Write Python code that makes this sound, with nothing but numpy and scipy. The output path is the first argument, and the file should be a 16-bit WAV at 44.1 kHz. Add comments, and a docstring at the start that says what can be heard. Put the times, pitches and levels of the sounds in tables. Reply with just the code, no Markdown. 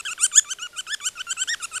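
"""Squeaks of a hand-held bat

A bat held in a gloved hand outdoors at night squeaks about seven times a second. As in the source-filter
model, each squeak is a harmonic series shaped by the throat. Its pitch dips, climbs to a crest and drops
as the voice closes; the overtones swell with effort and sweep through a mouth resonance.
A faint diffuse echo, a quiet night hiss and a low hum lie behind."""
import sys
import numpy as np
from scipy import signal
from scipy.fft import rfft, irfft
from scipy.io import wavfile
from scipy.ndimage import uniform_filter1d, minimum_filter1d

SR = 44100
rng = np.random.default_rng(int(sys.argv[2]) if len(sys.argv) > 2 else 0)


def master_out(mix):
    """Clip the mix to full scale and print it as 16-bit PCM to the path in sys.argv[1]."""
    frames = np.transpose(np.atleast_2d(mix))
    ceiling = np.clip(frames, -1, 1)
    pcm = np.round(ceiling * 32767).astype(np.int16)
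    wavfile.write(sys.argv[1], SR, pcm)


N = 79380
T = np.arange(N) / SR

# Spectral density of the night background: f/Hz, relative level/dB
NIGHT_SPECTRUM = [(25, 2), (900, -9.5), (3400, -4), (10000, -9), (14500, -18.5)]
# Slow course of the night background: t/s, level/dB
NIGHT_ENVELOPE = [(.1, -50), (.7, -54), (1.5, -49.5)]
# Frequency response of the scattering surroundings: f/Hz, gain/dB
ECHO_RESPONSE = [(1500, -25), (6800, -24.5), (9000, -18)]
# Frequency response of the throat: f/Hz, gain/dB
THROAT_RESPONSE = [(1150, -8.5), (1400, -3), (1850, 3), (2350, -3), (3080, 3), (3600, 1), (3900, -15.5),
                   (5300, -7.5), (6100, -9.5), (7150, 2), (7750, -2.5), (11000, -19), (14500, -33)]
# Spells in which the voice breaks into strong and weak cycles: centre t/s, half length/s, depth (0-1)
PERIOD_DOUBLINGS = [(0.32, 0.013, 0.2), (0.377, 0.015, 0.01), (1.12, 0.014, 0.27), (1.645, 0.01, 0.03),
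                    (1, 0.005, 0.16)]
# One squeak a row; later times count from its start, and levels are relative:
# start t/s, length/s, first turn t/s, second turn t/s, crest t/s,
# onset f/Hz, first turn f/Hz, second turn f/Hz, crest f/Hz, onset level/dB, crest level/dB,
# resting overtone level/dB, swollen overtone level/dB, swell centre t/s, swell half width/s,
# second harmonic gain/dB, mouth resonance f/Hz, mouth resonance gain/dB, antiresonance f/Hz
SQUEAK_GESTURES = [(-0.02, 0.034, 0.0055, 0.019, 0.022, 1236, 1252, 1247, 1347, -37, -33, -3, -1, 0.04, 0.016, 5.5, 7800, 8, 2806),
                   (0.0506, 0.087, 0.013, 0.043, 0.07, 1481, 1671, 1244, 1455, -31.5, -31.5, -4, 1, 0.072, 0.0091, 6, 7500, 4, 2917),
                   (0.1782, 0.091, 0.017, 0.061, 0.072, 1594, 1133, 1448, 1555, -34, -29.5, -15, 13.5, 0.066, 0.042, -0.5, 8770, 14.5, 2903),
                   (0.315, 0.086, 0.012, 0.027, 0.071, 1547, 1179, 1174, 1771, -37, -26.5, -11.5, 12, 0.063, 0.032, 1.5, 6860, 13.5, 2710),
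                   (0.4454, 0.094, 0.0096, 0.038, 0.073, 1568, 1166, 1178, 1562, -39, -34.5, -18, 9, 0.074, 0.026, 1.5, 6240, 12, 2744),
                   (0.586, 0.089, 0.011, 0.049, 0.073, 1548, 1244, 1459, 1441, -37, -32.5, -15.5, -4, 0.041, 0.017, 7, 6200, 18.5, 2677),
                   (0.73, 0.084, 0.026, 0.037, 0.064, 1438, 1368, 1197, 1538, -42.5, -34, -35, 6.5, 0.063, 0.041, 4, 8430, 6, 2720),
                   (0.867, 0.086, 0.01, 0.059, 0.069, 1580, 1237, 1726, 1761, -35.5, -28, -6, 4, 0.077, 0.0084, 0, 5120, 8.5, 2840),
                   (1.0015, 0.092, 0.013, 0.035, 0.073, 1597, 1139, 1158, 1523, -37, -32, -9, 11.5, 0.069, 0.026, 2, 6680, 7, 2726),
                   (1.154, 0.069, 0.015, 0.032, 0.057, 1442, 1411, 1224, 1535, -38.5, -30, -17.5, -8, 0.06, 0.025, 6.5, 5540, 16, 2845),
                   (1.268, 0.066, 0.0166, 0.031, 0.052, 1386, 1393, 1345, 1570, -31.5, -31, -19.5, 5, 0.05, 0.025, 2, 7320, 9.5, 2880),
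                   (1.367, 0.075, 0.0085, 0.053, 0.062, 1517, 1273, 1546, 1537, -35, -30.5, -18, 3.5, 0.053, 0.042, 6, 7930, 13.5, 2976),
                   (1.4745, 0.078, 0.0042, 0.021, 0.046, 1516, 1405, 1785, 1902, -33, -26, -7.5, 1.5, 0.019, 0.013, 2.5, 5620, 13, 2770),
                   (1.5996, 0.062, 0.012, 0.03, 0.047, 1480, 1415, 1187, 1402, -36.5, -29.5, -20.5, 2.5, 0.041, 0.026, -2, 9860, 10.5, 3140),
                   (1.714, 0.072, 0.0068, 0.029, 0.055, 1424, 1322, 1235, 1507, -38, -28, -13.5, -1.5, 0.05, 0.032, 0.5, 8520, 13.5, 2912)]

ECHO_T60_S, ECHO_BUILD_S = 0.14, 0.019
HUM_HZ, HUM_BANDWIDTH_HZ, HUM_DB = (415, 612), 55, -68.5
VOICE_DB, OVERTONE_DB = 1.37, -3  # offsets to the tabulated levels
ATTACK_S, RELEASE_S = 0.0006, 0.0045
CLOSING_HZ, CLOSING_CURVE = 991, 3.44  # final pitch; a higher power delays the drop
JITTER, JITTER_HZ = 0.0061, 150  # unsteadiness as a share of the pitch, and its rate
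CLOSING_JITTER, CLOSING_S = 0.05, 0.0047  # the voice turns rough as it closes
FLICKER_DB, FLICKER_HZ = 1.3, 70  # each overtone wavers in level
RASP_DB, RASP_HZ = -26, 680  # cycle-to-cycle unevenness
MOUTH_HALF_WIDTH_HZ, NOTCH_HALF_WIDTH_HZ, NOTCH_DB = 554, 51, -19
SECOND_SHARE = 0.44  # share of the effort level that the second harmonic takes
OPENING_DB_PER_HZ = 0.05
TURBULENCE_DB, SNAP_DB = -23, -5  # relative to the effort level
SNAP_HALF_S, SNAP_LEAD_S = 0.0012, 0.0042  # a noise burst just before the voice shuts


def from_db(db):
    """Amplitude ratio of a level in decibels."""
    return 10 ** (np.asarray(db) / 20)


def unit_rms(x):
    """Normalisation to a root-mean-square value of 1."""
    return x / np.sqrt(np.mean(x ** 2) + 1e-20)


def level_at(spectrum, hz):
    """Level in dB, interpolated on a logarithmic frequency axis."""
    f, db = np.transpose(spectrum)
    return np.interp(np.log(np.maximum(hz, 1)), np.log(f), db)


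def filtered(x, response):
    """Linear filtering: the spectrum is multiplied by a frequency response."""
    hz = np.fft.rfftfreq(len(x), 1 / SR)
    return irfft(rfft(x) * from_db(level_at(response, hz)), len(x))


def drift(corner_hz, size):
    """Random fluctuation of unit variance: white noise through a two-pole low-pass."""
    pole = np.exp(-2 * np.pi * corner_hz / SR)
    slow = signal.lfilter([1], [1, -2 * pole, pole ** 2], rng.standard_normal(size + 4000))[4000:]
    return slow * np.sqrt((1 - pole ** 2) ** 3 / (1 + pole ** 2))


def glide(t, times, values):
    """Eased interpolation: the motion slows near each target value."""
    steps = np.arange(len(times))
    place = np.interp(t, np.maximum.accumulate(times), steps)
    fraction = place % 1
    eased = (fraction + fraction ** 2 * (3 - 2 * fraction)) / 2
    return np.interp(place - fraction + eased, steps, values)


def night():
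    """Ambient noise: a continuous spectrum heard as faint, nearly steady rumble and hiss."""
    noise = unit_rms(filtered(rng.standard_normal(N), NIGHT_SPECTRUM))
    return noise * from_db(np.interp(T, *np.transpose(NIGHT_ENVELOPE)))


def hum():
    """Narrow-band noise has a fluctuating envelope: two low bands waver far behind."""
    resonances = [signal.iirpeak(hz, hz / HUM_BANDWIDTH_HZ, fs=SR) for hz in HUM_HZ]
    bands = [unit_rms(signal.lfilter(b, a, rng.standard_normal(N))) for b, a in resonances]
    return from_db(HUM_DB) * sum(bands)


def echo(direct):
    """Diffuse scattering: convolution with a noise tail that builds quickly and decays exponentially."""
    t = T[:SR // 2]
    envelope = from_db(-60 * t / ECHO_T60_S) * (1 - np.exp(-t / ECHO_BUILD_S))
    tail = rng.standard_normal(len(t)) * envelope
    impulse_response = filtered(tail / np.linalg.norm(tail), ECHO_RESPONSE)[:SR // 3]
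    return signal.fftconvolve(direct, impulse_response)[:N]


def turbulence(size):
    """Turbulent air is a broadband source, here filtered by the throat and stripped of bass; rms 1."""
    throat_noise = filtered(rng.standard_normal(size + 1), THROAT_RESPONSE)
    low_cut = signal.butter(2, CLOSING_HZ, "high", fs=SR, output="sos")
    return unit_rms(signal.sosfilt(np.vstack([low_cut, low_cut]), np.diff(throat_noise)))


def resonance_db(hz, centre_hz, half_width_hz, gain_db):
    """A resonance as a Lorentzian peak in level; a negative gain gives an antiresonance."""
    return gain_db / (1 + ((hz - centre_hz) / half_width_hz) ** 2)


def fundamental(t, times, pitches, length):
    """Frequency modulation: the pitch glides to its crest, then drops and roughens as the voice closes."""
    crest = times[-1]
    hz = glide(t, times, pitches)
    drop = np.clip((t - crest) / max(length - crest, 1e-3), 0, 1) ** CLOSING_CURVE
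    hz = hz + (CLOSING_HZ - hz) * drop
    closing = np.exp(np.minimum(t - length, 0) / CLOSING_S)
    jitter = JITTER * drift(JITTER_HZ, len(t))
    roughness = CLOSING_JITTER * closing * drift(RASP_HZ, len(t))
    return hz * (1 + jitter + roughness)


def squeak(gesture, size=5200, harmonics=12):
    """Source and filter: the harmonics of the voice are weighted by effort, throat and mouth."""
    start, length, turn1, turn2, crest, *pitches = gesture[:9]
    onset_db, crest_db, rest_db, swell_db, swell_s, swell_width = gesture[9:15]
    second_db, mouth_hz, mouth_db, notch_hz = gesture[15:]
    t = np.arange(size) / SR
    hz = fundamental(t, [0, turn1, turn2, crest], pitches, length)
    phase = 2 * np.pi * np.cumsum(hz) / SR
    swell = np.exp(-((t - swell_s) / swell_width) ** 2)
    effort_db = OVERTONE_DB + rest_db + (swell_db - rest_db) * swell
    # the upper overtones stay weak until the opening fall of the pitch has settled
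    opening_db = -OPENING_DB_PER_HZ * np.maximum(hz - pitches[1], 0) * (t < turn1)
    release = np.clip((length - t) / RELEASE_S, 0, 1)
    overtone_gate = release ** 2.5  # overtones fade faster than the fundamental
    doubling = sum(depth * np.exp(-((start + t - centre) / half) ** 4)
                   for centre, half, depth in PERIOD_DOUBLINGS)
    voice = from_db(level_at(THROAT_RESPONSE, hz)) * release * np.sin(phase)
    for k in range(2, harmonics + 1):
        overtone_hz = k * hz
        effort_share = np.interp(k, [2, 4], [SECOND_SHARE, 1])
        db = level_at(THROAT_RESPONSE, overtone_hz) + effort_share * effort_db
        db += second_db if k == 2 else opening_db
        db += resonance_db(overtone_hz, mouth_hz, MOUTH_HALF_WIDTH_HZ, mouth_db)
        db += resonance_db(overtone_hz, notch_hz, NOTCH_HALF_WIDTH_HZ, NOTCH_DB)
        db += FLICKER_DB * drift(FLICKER_HZ, size)
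        # period doubling adds partials midway between the harmonics
        wave = np.sin(k * phase) + doubling * np.sin((k + 0.5) * phase)
        voice += from_db(db) * overtone_gate * wave * (overtone_hz < SR / 2)
    snap = from_db(SNAP_DB) * np.exp(-((t - length + SNAP_LEAD_S) / SNAP_HALF_S) ** 2)
    breath = turbulence(size) * from_db(effort_db) * (from_db(TURBULENCE_DB) * overtone_gate + snap)
    attack = np.clip(t / ATTACK_S, 0, 1)
    envelope = attack * from_db(VOICE_DB + glide(t, [0, crest], [onset_db, crest_db]))
    rasp = 1 + from_db(RASP_DB) * drift(RASP_HZ, size)
    return (voice + breath) * envelope * rasp


def bat():
    """Direct sound of the nearby bat: a train of squeaks, each at its own start time."""
    train = np.zeros(N + 2 * SR)  # a second of margin at each end
    for gesture in SQUEAK_GESTURES:
        call = squeak(gesture)
        onset = int((gesture[0] + 1) * SR)
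        train[onset:onset + len(call)] += call
    return train[SR:SR + N]


def scene():
    """Superposition: the direct sound, its echo and the night background add in one channel."""
    direct = bat()
    return (direct + echo(direct) + night() + hum())[None]


def record(dry, ceiling=0.89, limiter_s=0.002, cutoff_hz=14250):
    """Peak and band limiting: a fast gain dip holds peaks under full scale; a steep low-pass follows."""
    window = int(limiter_s * SR)
    allowed_gain = ceiling / np.maximum(np.abs(dry), ceiling)
    gain = uniform_filter1d(minimum_filter1d(allowed_gain, window), window)
    low_pass = signal.ellip(12, 0.1, 90, cutoff_hz, fs=SR, output="sos")
    return signal.sosfilt(low_pass, dry * gain)


dry = scene()
out = record(dry)
master_out(out)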